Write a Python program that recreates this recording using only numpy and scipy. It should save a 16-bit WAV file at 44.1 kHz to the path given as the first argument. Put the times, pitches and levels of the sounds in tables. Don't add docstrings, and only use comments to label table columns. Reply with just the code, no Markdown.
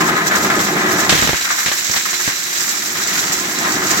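import sys
import numpy as np
from scipy import signal
from scipy.fft import rfft, irfft, next_fast_len
from scipy.io import wavfile

SR = 44100
rng = np.random.default_rng(int(sys.argv[2]) if len(sys.argv) > 2 else 0)


def digitize_waveform(pressure):
    field = np.atleast_2d(pressure).T
    bounded = np.clip(field, -1, 1)
    quanta = np.round(bounded * 32767).astype(np.int16)
    wavfile.write(sys.argv[1], SR, quanta)


N = 176400

# (t/s, drum roar/dB, stone clatter/dB, grit hiss/dB)
RUNNING_LEVELS = [(0, -18, -14, -24), (.25, -23, -14, -26.5), (.295, -21.5, -16, -26.5),
                  (.36, -20.5, -12.5, -20.5), (.56, -20.5, -23, -24), (.68, -22.5, -14.5, -22),
                  (.85, -19.5, -13, -25.5), (1.04, -19.5, -12.5, -20), (1.085, -19.5, -17, -25),
                  (1.13, -26, -39, -18.5), (1.38, -39, -20.5, -19.5), (1.55, -39, -18.5, -20),
                  (1.8, -37.5, -25, -19), (2.25, -37.5, -29.5, -19), (2.45, -40, -23.5, -20.5),
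                  (2.68, -36.5, -20, -18.5), (2.9, -32, -24.5, -22.5), (3.0, -33, -18.5, -20),
                  (3.2, -27.5, -19, -17.5), (3.55, -28.5, -20, -20.5), (3.68, -25, -13.5, -21.5),
                  (3.83, -23, -17.5, -20.5), (3.92, -23.5, -13, -18), (4, -23, -13.5, -18.5)]
# (t/s, thud/dB, crack and clang/dB, splinters/dB, frame jolt left minus right/dB)
ROCK_BLOWS = [(1.093, -30, -10.5, -6.5, 0), (1.125, -10, -9, -15, 2), (1.151, -15.5, -19, -15, 0),
              (1.176, -24, -19, -16.5, 0), (1.19, -21, -13, -17.5, 2), (1.223, -11, -10.5, -22, 3),
              (1.241, -15, -16.5, -16.5, 3), (1.273, -18, -13, -18, 2), (1.291, -12, -12.5, -20, 14),
              (1.331, -17.5, -13, -24, -16), (1.41, -37, -30, -22, 9), (1.661, -23.5, -13, -17, -9),
              (1.681, -25, -33, -18, 9), (1.716, -38, -14, -23, 0), (1.897, -27, -23, -27, -17),
              (1.962, -31, -17, -17, -17), (2.13, -40, -18.5, -24.5, 0), (2.277, -20, -15, -22, 15)]
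# (t/s, level/dB)
STONE_CLANKS = [(.005, -10.5), (.118, -32), (.164, -14.5), (.207, -19), (.311, -10.5), (.337, -16),
                (.446, -12.5), (.5, -9.5), (.538, -13.5), (.592, -11.5), (.77, -15), (.824, -22),
                (.859, -18), (1.445, -18), (1.47, -18), (1.502, -11), (1.582, -16), (1.617, -21),
                (1.935, -14), (2.053, -17), (2.095, -26), (2.196, -18), (2.298, -19.5), (2.97, -30),
                (3.312, -17), (3.61, -18), (3.889, -17.5)]
# (t/s, length/s, level/dB)
GRIT_SPURTS = [(0, 0.028, -18.5), (0.056, 0.059, -18.5), (0.255, .04, -18), (0.342, 0.043, -21),
               (0.414, 0.029, -24), (0.595, .04, -19), (0.629, 0.044, -16.5), (0.884, 0.073, -17.5),
               (0.959, 0.083, -17), (2.2, 0.15, -31), (3.005, 0.03, -19), (3.888, 0.042, -19.5)]
DRUM_SWELLS = [(.07, 0.024, -30), (.42, 0.047, -13.5), (.55, 0.084, -13.5), (.72, 0.064, -14),
               (.88, 0.11, -17.5), (1.0, 0.043, -30), (3.87, 0.12, -25)]
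# (t/s, level/dB)
SHELL_FREEDOM = [(0, -1.5), (1.05, -3.5), (1.4, -17.5), (3.0, -8.5), (4, -5)]

# (f/Hz, time to fade by 60 dB/s, level/dB)
AIR_TONES = [(169, 0.046, -7.5), (204, 0.085, -5), (213, 0.18, -9), (317.4, 0.11, 3), (362, 0.18, 4.5)]
SHELL_TONES = [(702, 0.069, -17), (807, 0.096, -5.5), (1045.5, 0.14, 2), (1224, 0.056, -0.5),
               (1263, 0.28, -0.5), (1355, 0.16, 0), (1410, 0.11, -11), (1527, 0.14, -3.5),
               (1640, 0.24, -1.5), (1723, 0.1, 2), (1945, 0.084, 1), (2506, 0.4, -11)]
GRIT_TONES = [(2835, 0.18, -2.5), (3319, 0.09, -14), (3430, 0.14, -1.5), (3848, 0.028, 8), (4020, 0.037, 7),
              (5760, .07, 8), (6930, 0.079, 1.5), (7390, 0.031, -0.5)]
FRAME_TONES = [(58.4, .09, -10), (84, .08, -1.5), (119, 0.052, -4.5), (166, .06, -1), (236, 0.033, -3)]

# (f/Hz, level/dB)
SPRAY_SPECTRUM = [(1000, -25), (3000, -10), (4700, 0.5), (5800, 3.5), (7600, 2), (8600, -8.5),
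                  (9800, -27.5), (11000, -22), (12500, -9.5), (16000, -8)]
CHIP_SPECTRUM = [(200, -13.5), (900, -15), (1500, 0), (2000, 6), (2900, -1.5), (4000, -2.5), (5000, -2.5),
                 (7000, -5), (12000, -39)]
DUST_SPECTRUM = [(3000, -51), (7500, -33), (8600, 0.5), (10000, -3.5), (12500, 4), (16000, -11.5)]
BOOM_SPECTRUM = [(20, -31), (35, -37), (60, -15.5), (125, -10.5), (160, -1), (260, 0), (400, -5.5),
                 (480, -14.5), (680, -3), (900, -6.5), (1500, -38)]
SHELL_SPECTRUM = [(100, -37.5), (500, -15), (900, -7.5), (1200, -2), (1700, 2), (2100, -1.5), (2800, -13),
                  (4000, -13), (8000, -52.5), (16000, -80)]
CRACK_SPECTRUM = [(100, -11), (400, -5.5), (750, 3), (1400, -6), (2200, 0), (3000, -17), (3900, -1.5),
                  (4600, -13), (8000, -27), (16000, -32)]
THUD_SPECTRUM = [(25, -22), (60, -3), (110, 2.5), (190, 2.5), (400, -2.5), (750, -5.5), (1500, -30),
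                 (5000, -40)]
SPLINTER_SPECTRUM = [(200, -11), (800, -13), (2500, -2.5), (4000, -5), (7500, -11.5), (9500, -23.5),
                     (12500, -20.5), (16000, -29)]

# (f/Hz, level/dB)
LEFT_MINUS_RIGHT = [(60, -3), (200, -0.5), (500, -5), (800, 1), (1300, 4.5), (2000, 0.5), (3000, -1),
                    (5000, -2), (6200, -7), (7700, -12.5), (9000, 0), (10200, 7), (12000, 5), (15500, 7.5)]
# (f/Hz, left lead/rad)
PANEL_PHASE = [(100, -8), (500, 2.4), (750, -1.85), (1280, -1.4), (1480, -2), (2500, -2), (3700, -2),
               (5000, -5.5)]

CRACK_DECAY_S, THUD_DECAY_S, CLANG_DECAY_S, SPLINTER_DECAY_S = 0.004, 0.0098, 0.031, 0.03
TIME = np.arange(N) / SR


def amp(db):
    return 10 ** (np.asarray(db) / 20)


def unit(x):
    return x / np.sqrt(np.mean(x ** 2))


def level_curve(table, column):
    rows = np.array(table)
    return amp(np.interp(TIME, rows[:, 0], rows[:, column]))


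def convolve(x, response):
    return signal.fftconvolve(np.atleast_2d(x), np.atleast_2d(response), axes=1)[:, :N]


def colour(spectrum, size=8192):
    hz, db = np.array(spectrum).T
    grid = np.maximum(np.fft.rfftfreq(size, 1 / SR), 1)
    gains = amp(np.interp(np.log(grid), np.log(hz), db))
    cepstrum = irfft(np.log(gains))
    cepstrum[1:size // 2] *= 2
    cepstrum[size // 2 + 1:] = 0
    return irfft(np.exp(rfft(cepstrum)))


def knock(hits, spectrum):
    click = colour(spectrum)
    return convolve(hits, click / np.linalg.norm(click))


def ring(hits, tones, size=8192):
    t = np.arange(size) / SR
    response = sum(amp(db) / np.sqrt(fade_s) * amp(-60 * t / fade_s) * np.cos(2 * np.pi * hz * t)
                   for hz, fade_s, db in tones)
    return convolve(hits, response / np.linalg.norm(response))


def out_of_step(x):
    hz, radians = np.array(PANEL_PHASE).T
    size = next_fast_len(N + 4096)
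    lead = np.interp(np.fft.rfftfreq(size, 1 / SR), hz, radians)
    turn = np.exp(1j * lead * np.array([[.5], [-.5]]))
    return irfft(rfft(x, size) * turn, size)[:, :N]


def impacts(per_s, scatter_db):
    return (rng.random(N) < per_s / SR) * amp(scatter_db * np.clip(rng.standard_normal(N), -2, 2))


def contacts(per_s, scatter_db, shared):
    both, left, right = (unit(impacts(per_s, scatter_db) * rng.choice([-1, 1], N)) for _ in range(3))
    return np.sqrt(shared) * both + np.sqrt(1 - shared) * np.array([left, right])


def showers(per_s, decay_s, scatter_db, steady):
    power = signal.lfilter([1], [1, -np.exp(-2 / (decay_s * SR))], impacts(per_s, scatter_db))
    return unit(np.sqrt(power / power.mean() + steady))


def blows(rows, decay_s, column):
    fades = ((TIME >= row[0]) * amp(row[column]) * np.exp(-np.abs(TIME - row[0]) / decay_s)
             for row in rows)
    return np.sqrt(sum(fade ** 2 for fade in fades))


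def humps(rows):
    return sum(amp(db) * np.sin(np.pi * np.clip((TIME - at) / length, 0, 1)) for at, length, db in rows)


def grit():
    feed = level_curve(RUNNING_LEVELS, column=3)
    flow = np.hypot(feed, humps(GRIT_SPURTS))
    puffs = flow * showers(per_s=60, decay_s=0.021, scatter_db=6.1, steady=0.84)
    spray_hits = contacts(per_s=12000, scatter_db=4.0, shared=0.016) * puffs
    steel_hits = contacts(3000, 3.7, shared=0.28) * flow * showers(60, 0.025, 4.7, steady=0.27)
    chip_hits = contacts(9000, 3.8, shared=0.27) * feed * showers(110, 0.012, 9, steady=0.87)
    dust_hits = contacts(14000, 1.2, shared=0.58) * flow * showers(70, 0.034, 4, steady=0.45)
    return (amp(-3) * knock(spray_hits, SPRAY_SPECTRUM)
            + amp(-10.5) * ring(steel_hits, GRIT_TONES)
            + amp(-5) * out_of_step(knock(chip_hits, CHIP_SPECTRUM))
            + amp(-14.5) * knock(dust_hits, DUST_SPECTRUM))


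def drum_roar():
    load = level_curve(RUNNING_LEVELS, column=1) * showers(60, 0.027, 2.5, steady=2.2)
    swelling = np.hypot(load, humps(DRUM_SWELLS))
    boom = knock(contacts(3500, 1.8, shared=0.94) * load, BOOM_SPECTRUM)
    hollow = ring(contacts(3500, 1.0, shared=1.0) * swelling, AIR_TONES)
    return amp(-4) * boom + amp(-4.5) * hollow


def frame_jolts():
    jolts = np.zeros((2, N))
    for at, thud_db, _, _, pan_db in ROCK_BLOWS:
        jolts[:, int(at * SR)] += amp(thud_db + np.array([pan_db, -pan_db]) / 2)
    softened = signal.sosfilt(signal.butter(2, 600, fs=SR, output="sos"), jolts)
    return amp(18.5) * ring(softened, FRAME_TONES)


def stone_clatter():
    tumble = amp(-3.5) * level_curve(RUNNING_LEVELS, column=2) * showers(70, 0.011, 1.4, steady=1.0)
    clanks = blows(STONE_CLANKS, CLANG_DECAY_S, column=1)
    rock_clangs = amp(-2) * blows(ROCK_BLOWS, CLANG_DECAY_S, column=2)
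    force = np.sqrt(tumble ** 2 + clanks ** 2 + rock_clangs ** 2)
    freedom = level_curve(SHELL_FREEDOM, column=1)
    rattle = knock(contacts(9000, 2.9, shared=0.29) * force, SHELL_SPECTRUM)
    ringing = ring(contacts(5000, 4.2, shared=0.76) * force * freedom, SHELL_TONES)
    return out_of_step(amp(-3) * rattle + amp(-1.5) * ringing)


def big_rock():
    crack = contacts(12000, 1.2, shared=0.86) * blows(ROCK_BLOWS, CRACK_DECAY_S, column=2)
    thud = contacts(6000, 1, shared=0.26) * blows(ROCK_BLOWS, THUD_DECAY_S, column=1)
    splinters = contacts(16000, 2.2, shared=0.068) * blows(ROCK_BLOWS, SPLINTER_DECAY_S, column=3)
    return (amp(-0.5) * knock(crack, CRACK_SPECTRUM)
            + amp(-1) * knock(thud, THUD_SPECTRUM)
            + knock(splinters, SPLINTER_SPECTRUM))


def scene():
    crusher = drum_roar() + stone_clatter() + grit() + big_rock() + frame_jolts()
    sides = [colour([(hz, sign * db / 2) for hz, db in LEFT_MINUS_RIGHT]) for sign in (1, -1)]
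    return convolve(crusher, sides)


def record(dry):
    bottom_hz, top_hz, ceiling = 36, 15900, 0.9
    thinned = signal.sosfilt(signal.butter(2, bottom_hz, "high", fs=SR, output="sos"), dry)
    rounded = thinned / (1 + np.abs(thinned / ceiling) ** 6) ** (1 / 6)
    return signal.sosfilt(signal.ellip(10, .2, 80, top_hz, fs=SR, output="sos"), rounded)


dry = scene()
out = record(dry)
digitize_waveform(out)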